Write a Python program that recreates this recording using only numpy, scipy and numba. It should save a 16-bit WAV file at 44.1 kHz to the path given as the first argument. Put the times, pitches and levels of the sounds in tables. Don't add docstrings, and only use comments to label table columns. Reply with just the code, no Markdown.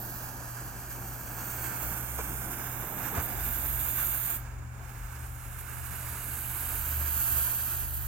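import sys
import numpy as np
from scipy import signal
from scipy.fft import rfft, irfft, next_fast_len
from scipy.io import wavfile
from scipy.ndimage import uniform_filter1d, map_coordinates
from numba import njit

SR = 44100
rng = np.random.default_rng(int(sys.argv[2]) if len(sys.argv) > 2 else 0)


def wrap_up_sound(samples):
    columns = np.atleast_2d(samples).T
    tamed = np.clip(columns, -1, 1)
    steps = np.round(tamed * 32767).astype(np.int16)
    wavfile.write(sys.argv[1], SR, steps)


N = 356189

# start_s, roar_db, hiss_db
FUSE_LEVELS = [(0, -48, -44), (.8, -47.5, -46), (1.2, -47, -43), (1.55, -43, -40.5), (1.75, -43, -39),
               (2.4, -45, -38), (2.6, -43.5, -40.5), (3.0, -46.5, -40.5), (3.37, -45, -40.5),
               (3.46, -42, -33.5), (3.65, -48, -35.5), (4.0, -44, -29.5), (4.16, -45, -32.5),
               (4.3, -43.5, -32), (4.36, -49.5, -36), (4.45, -50.5, -63)]
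SMOKE_LEVELS = [(4.6, -55.5, -69), (4.81, -54, -65), (4.88, -51, -54), (5.56, -50.5, -48),
                (5.85, -46.5, -41.5), (6.73, -44.5, -32.5), (7.04, -44, -35), (7.21, -42.5, -29.5),
                (7.29, -42.5, -31), (7.4, -42.5, -29.5), (7.74, -43.5, -34.5), (7.87, -49, -38.5),
                (8.08, -50, -41.5)]
# start_s, level_db
FLAME_BASS_LEVEL = [(0, -52), (1.2, -50), (1.6, -48), (2.7, -47), (3.1, -47), (3.17, -39.5), (3.25, -45.5),
                    (3.37, -45.5), (3.46, -49), (4.3, -55), (4.5, -57.5), (5.3, -59.5), (6.7, -56),
                    (8.08, -58)]
# freq_hz, colour_db
ROAR_LEFT_COLOUR = [(200, -10.5), (450, -20), (800, -15.5), (1500, -8.5), (2500, -10.5), (4000, -15),
                    (7000, -14), (16000, -46)]
ROAR_RIGHT_COLOUR = [(200, -8), (450, -9), (800, -1.5), (1200, 2.5), (1650, 10.5), (1950, -3.5),
                     (2400, 0.5), (3500, -7.5), (7000, -8), (16000, -11)]
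HISS_LEFT_COLOUR = [(500, -37), (2000, -31), (4000, -7), (6000, -11), (7500, -8.5), (9000, -4), (11000, 2),
                    (13000, 0.5), (15000, 6.5), (16000, 0)]
HISS_RIGHT_COLOUR = [(500, -43), (1550, -20.5), (2500, -5.5), (3500, -3), (4500, -10.5), (5800, -21.5),
                     (6600, -7), (8500, -2.5), (10800, 0.5), (11900, 12.5), (13500, 9), (14800, 5.5),
                     (15500, -5), (16000, 2)]
FLAME_BASS_COLOUR = [(60, 2.5), (150, 2.5), (300, 0.5), (500, -7), (800, 0), (1500, -12), (16000, -58)]
# freq_hz, level_db
SCATTERED_COLOUR = [(200, -15.5), (500, -5.5), (1000, -10.5), (2000, -4.5), (4000, -0.5), (8000, -2.5),
                    (14000, -4.5)]
# start_s, left_minus_right_db
HISS_PAN = [(0, -6.5), (.8, -3.5), (1.2, -6), (1.75, -8), (1.95, -12), (2.4, -10.5), (3.15, -12),
            (3.45, -9), (4.3, -8), (5.5, -7.5), (5.7, -10), (6.75, -10), (7.1, -6.5), (7.5, -4.5),
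            (8.08, -6)]
# start_s, left_body_bounce_ms, right_body_bounce_ms, left_lag_ms
PHONE_POSE = [(0, 0.2, 0.14, -0.059), (.4, 0.16, 0.13, -0.045), (1.1, 0.15, 0.13, -0.029),
              (1.6, 0.13, 0.13, 0.0039), (2, .12, .13, 0.096), (2.3, 0.12, 0.12486, 0.13),
              (2.7, 0.11, .13, 0.066), (3.1, 0.099, 0.13, 0.056), (4.3, 0.098, 0.13, 0.049),
              (5.5, 0.1, 0.12, 0.025), (6.7, 0.093, 0.12, 0.0077), (7.1, 0.096, 0.14, -0.047),
              (8.08, 0.082, .14, -0.054)]
BODY_BOUNCE_SHARE = (.6, .4)
# delay_ms, left_share, right_share
NEAR_BOUNCES = [(.36, 0.046, -0.022), (0.467, 0.062, 0.041), (0.524, -0.016, -0.13), (0.602, 0.016, 0.031),
                (0.738, 0.025, -0.083), (0.972, -0.17, 0.091), (1.202, 0.092, -0.13), (1.65, 0.09, -0.12),
                (1.95, -0.063, -0.03)]
# start_s, centre_hz, depth_0_to_1
LEFT_HOLLOWS = [
    [(1.5, 11800, 0), (2.2, 12200, .5), (3.2, 12200, .4), (4.3, 12200, .7), (5.7, 12100, .55),
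     (6.2, 12020, 0.01)],
    [(0, 7700, .8), (.5, 7400, 0.5), (2.5, 7500, 0.9), (3.3, 7700, 1), (4.3, 7700, 0.98), (6.5, 7400, .2),
     (7.3, 7950, 1), (8, 7850, 1)],
    [(.3, 3800, 0.2), (1.3, 3600, 0.6), (2.2, 3450, 0.7), (3, 3450, 0.4), (3.5, 3404, 0.3)],
    [(2, 4700, 0), (3, 4800, 0.6), (3.4, 5950, 0.6), (3.8, 5750, 1), (4.3, 5700, 0.56), (5, 5000, .5),
     (7, 4536, .3), (8, 4360, 0.06)],
]
RIGHT_HOLLOWS = [
    [(0, 10300, 0.4315), (.6, 11500, 0.66), (1.2, 10700, 0.95), (1.9, 10100, 0.825), (2.4, 9600, 0.51),
     (3.1, 9400, 0.89), (4.3, 9800, 0.88), (6.5, 10500, 0.6), (7.2, 10550, 1), (8, 10400, 0.78)],
    [(0, 11200, .3), (.8, 11900, .4), (1.7, 11200, .5), (2, 11100, .85), (2.4, 11500, .8),
     (3.1, 11100, .85), (4.3, 11400, .7), (5.5, 11500, .5), (6.5, 11200, 0)],
    [(0, 8700, 0.8), (.9, 9300, 0.063), (1.4, 9670, 0), (3, 7700, 0.26), (4.3, 7850, 1), (5, 8620, 0.24),
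     (6.5, 8800, 0.85), (7.1, 9600, 1), (8, 9600, 1)],
    [(0, 3755, 1), (1.7, 3745, 0.6), (2.2, 3970, 0.8), (3, 4200, 1), (4.3, 4530, 0.55), (5.6, 4550, 0.54),
     (6.2, 4420, 0.09)],
    [(0, 2900, .4), (3, 3050, .5), (6, 3200, .6), (6.8, 3450, .8), (7.2, 3800, .8), (8, 3700, .6)],
    [(0, 5430, 0.2), (1.7, 5130, 1), (2.3, 4560, 1), (3.1, 4950, 1), (3.3, 5600, 0.96), (4.3, 5500, 0.97),
     (5, 6100, 0.44), (6.7, 5794, 0.6), (8, 5400, 0.41)],
    [(0, 2140, 1), (3, 1806, 0.089), (6.5, 1830, 0.37), (8, 2300, 1)],
]
HOLLOW_WIDTH_HZ = 550.0
# start_s, pitch_hz, rms_level_db
LOW_ENGINE = [(0, 41.3, -52), (.54, 45.65, -57), (1.0, 54.6, -47), (1.3, 55.7, -55), (1.66, 64.3, -43),
              (1.76, 62, -56), (1.86, 62.3, -44), (2.2, 58.8, -46), (2.6, 54.14, -50), (3.15, 49.8, -49.5),
              (3.44, 53.5, -38), (3.91, 52.6, -47), (4.7, 49.25, -49.5), (5.13, 46.35, -46),
              (6.3, 44, -54.5), (6.8, 43.1, -46), (7.74, 43, -52.5), (8.08, 48, -48)]
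HIGH_ENGINE = [(3.2, 77, -80), (3.35, 76.4, -46), (3.7, 74.5, -43), (4.2, 72.1, -53), (4.55, 75.4, -45.5),
               (4.95, 76.7, -51), (5.1, 71.5, -43), (5.5, 73.8, -47.5), (6.1, 75.3, -42), (6.45, 73, -50),
               (6.8, 73.8, -39.5), (6.96, 73.9, -34), (7.17, 72, -35.5), (7.27, 68.6, -63), (7.33, 70, -33),
               (7.54, 68.2, -47.5), (7.7, 72.45, -43), (7.9, 71.1, -38.5), (8.08, 70, -34.5)]
# level_waver_db, pitch_waver_share
ENGINE_WAVER = [(3, .04), (2, .012)]
HUM_HZ, HUM_RMS_DB = 120, -46.5
# freq_hz, colour_db
RUMBLE_COLOUR = [(12, -58), (20, -39), (54, 2), (109, -4), (140, -11.5), (172, -9.5), (229, -14.5),
                 (300, -44), (390, -60.5), (660, -120)]
AIR_COLOUR = [(150, -34.5), (250, -2), (429, -40), (501, -5), (618, -16), (698, -19), (890, 1), (1180, 1.5),
              (2360, -4), (3120, -43), (5350, -29), (6140, -22), (6940, -6), (8700, -21), (16000, -30)]
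RUMBLE_RMS_DB, AIR_RMS_DB = -50, -57
# freq_hz, left_minus_right_db
AIR_BALANCE = [(60, 9), (110, 8), (200, -3), (380, 32), (700, 21.5), (1290, 7.5), (2380, -8), (4400, -6),
               (8120, -11.5), (15000, 17)]
# centre_s, length_s, roar_rise_db, hiss_rise_db
BURN_SURGES = [(0.919, 0.038, 4, 4.5), (1.662, .04, 3, 1), (1.848, .05, 1.5, 0.5), (2.2, 0.045, 4, -0.5),
               (3.068, 0.075, 6, 1), (3.182, 0.078, 6, 1), (3.24, 0.055, -3.5, 3.5), (4.004, 0.091, 5, 0),
               (5.6, .04, 0, 5.5), (7.96, .05, -1.5, 3.5)]
# start_s, level_db, centre_hz, envelope_ms
FLAME_PUFFS = [(1.64, -34, 1351, 7.6), (2.184, -33, 695, 20), (2.204, -37, 1660, 8.5),
               (3.05, -38, 1510, 8.8), (3.149, -34.5, 900, 10), (3.175, -34, 700, 13)]
# start_s, level_db, pitch_hz, t60_s
AIR_THUMPS = [(3.178, -16, 78, 0.078)]
# start_s, delay_ms, share
BALL_LIFT = [(7.7, .2, 0), (7.77, .28, .4), (7.9, .48, .45), (8.08, .78, .35)]
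LIFT_PORT_SHARE = [
    [.5],
    [1],
]
TOP_HZ = 15920


def undb(db):
    return 10 ** (np.asarray(db) / 20)


def unit(x):
    return x / np.sqrt(np.mean(x ** 2))


def track(table):
    start_s, *columns = np.transpose(table)
    time_s = np.arange(N) / SR
    return [np.interp(time_s, start_s, column) for column in columns]


def colour(x, points):
    size = next_fast_len(N)
    hz, db = np.transpose(points)
    bin_hz = np.arange(size // 2 + 1) * SR / size + 1e-3
    gain = undb(np.interp(np.log(bin_hz), np.log(hz), db))
    return irfft(rfft(x, size) * gain, size)[..., :N]


def delay(x, ms):
    return map_coordinates(x, [np.arange(N) - ms * SR / 1000], order=3, mode="nearest")


def walk(rate):
    hold = int(SR / rate)
    steps = np.repeat(rng.standard_normal(N // hold + 1), hold)
    drift = uniform_filter1d(uniform_filter1d(steps, hold), hold)[:N]
    return drift / np.std(drift)


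def jet(left_colour, right_colour):
    scattered = colour(rng.standard_normal((2, N)), SCATTERED_COLOUR)
    left, right = rng.standard_normal(N) + scattered
    return np.array([colour(left, left_colour), colour(right, right_colour)])


def burning():
    roar_db, hiss_db = np.array(track(FUSE_LEVELS + SMOKE_LEVELS)) + surges()
    (pan_db,), (bass_db,) = track(HISS_PAN), track(FLAME_BASS_LEVEL)
    sputter = walk(13) + .5 * walk(45)

    roar = jet(ROAR_LEFT_COLOUR, ROAR_RIGHT_COLOUR)
    roar = roar / np.std(roar.mean(axis=0))
    roar = roar * undb(roar_db + 0.92 * sputter + 0.7 * walk(60))

    bass = unit(jet(FLAME_BASS_COLOUR, FLAME_BASS_COLOUR))
    bass = bass * undb(bass_db + 1.74 * walk(20) + 0.66 * sputter)

    left, right = jet(HISS_LEFT_COLOUR, HISS_RIGHT_COLOUR)
    hiss = np.array([unit(left) * undb(pan_db), unit(right)])
    hiss = hiss * 2 / np.sqrt(1 + undb(2 * pan_db))
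    hiss = hiss * undb(hiss_db + 0.5 * sputter + 0.81 * walk(150) + 0.78 * walk(4.98))
    return roar + bass + hiss


@njit
def hollow(x, hz, depth, width_hz):
    y, band_state, low_state = np.empty(len(x)), 0., 0.
    for i in range(len(x)):
        g, damping = np.tan(np.pi * hz[i] / SR), width_hz / hz[i]
        band = (band_state + g * (x[i] - low_state)) / (1 + g * (g + damping))
        band_state = 2 * band - band_state
        low_state = low_state + 2 * g * band
        y[i] = x[i] - depth[i] * damping * band
    return y


def ports(x):
    left_ms, right_ms, lag_ms = track(PHONE_POSE)
    paths = [(lag_ms, left_ms, LEFT_HOLLOWS), (0 * lag_ms, right_ms, RIGHT_HOLLOWS)]
    out = []
    for port, (late_ms, body_ms, hollows) in enumerate(paths):
        direct = delay(x[port], late_ms)
        near = direct.copy()
        for ms, *shares in NEAR_BOUNCES:
            near += shares[port] * delay(direct, ms * (1 + .02 * walk(.8)))
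        near = near + BODY_BOUNCE_SHARE[port] * delay(near, body_ms)
        for table in hollows:
            hz, depth = track(table)
            hz = hz * (1 + .008 * walk(5))
            depth = np.clip(depth * (1 + .15 * walk(7)), 0, 1)
            near = hollow(near, hz, depth, HOLLOW_WIDTH_HZ)
        out.append(near)
    return np.array(out)


def drones():
    hum = np.sin(2 * np.pi * HUM_HZ * np.arange(N) / SR)
    out = undb(HUM_RMS_DB + 1.37 * walk(11)) * hum * np.ones((2, 1))
    for table, (waver_db, wobble) in zip((LOW_ENGINE, HIGH_ENGINE), ENGINE_WAVER):
        hz, db = track(table)
        phase = 2 * np.pi * np.cumsum(hz * (1 + wobble * walk(20))) / SR
        apart = .3 * walk(2) * np.array([[1], [-1]])
        port_db = db + waver_db * walk(12) + np.array([[.9], [-.9]])
        out = out + undb(port_db) * np.sin(phase + apart)
    return np.sqrt(2) * out


def air():
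    out = 0
    half_balance = np.array(AIR_BALANCE) * [1, .5]
    side_colour = [(30, -24), (120, -34.5), (250, -14), (600, 9.5), (1500, 11)]  # Hz, dB against mid
    layers = [(RUMBLE_COLOUR, RUMBLE_RMS_DB + 0.5 * walk(2.9)), (AIR_COLOUR, AIR_RMS_DB + 0.47 * walk(4.1))]
    for points, db in layers:
        mid, side = rng.standard_normal((2, N))
        side = colour(side, side_colour)
        left = colour(mid + side, half_balance)
        right = colour(mid - side, half_balance * [1, -1])
        out = out + unit(colour(np.array([left, right]), points)) * undb(db)
    return out


def surges():
    centre_s, length_s, *rise_db = np.transpose(BURN_SURGES)
    offset = (np.arange(N) / SR - centre_s[:, None]) / length_s[:, None]
    return np.array(rise_db) @ np.exp(-(2 * offset) ** 4)


def puffs():
    out = np.zeros(N)
    for start_s, db, hz, ms in FLAME_PUFFS:
        t = np.arange(4096) / SR * 1000 / ms
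        band = signal.butter(1, [hz / 2, hz * 1.5], "band", fs=SR, output="sos")
        burst = unit(signal.sosfilt(band, rng.standard_normal(4096)))
        burst = burst * np.sqrt(t) * np.exp(-t * t)
        first = int(start_s * SR)
        out[first:first + 4096] += undb(db) * burst
    for start_s, db, hz, t60_s in AIR_THUMPS:
        t = np.arange(8192) / SR
        attack = 1 - np.exp(-t / 0.0088)
        decay = np.exp(-np.log(1000) * t / t60_s)
        first = int(start_s * SR)
        out[first:first + 8192] -= undb(db) * np.sin(2 * np.pi * hz * t) * decay * attack
    return out * undb([[-1.5], [1.5]])


def lifted(x):
    ms, share = track(BALL_LIFT)
    treble = colour(x, [(3000, -14), (9000, 0)])
    bounce = np.array([delay(channel, ms) for channel in treble])
    return x + share * LIFT_PORT_SHARE * bounce


def scene():
    return ports(lifted(burning() + puffs())) + drones() + air()


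def record(dry):
    top_cut = signal.ellip(12, .2, 70, TOP_HZ, fs=SR, output="sos")
    return signal.sosfilt(top_cut, dry)


dry = scene()
out = record(dry)
wrap_up_sound(out)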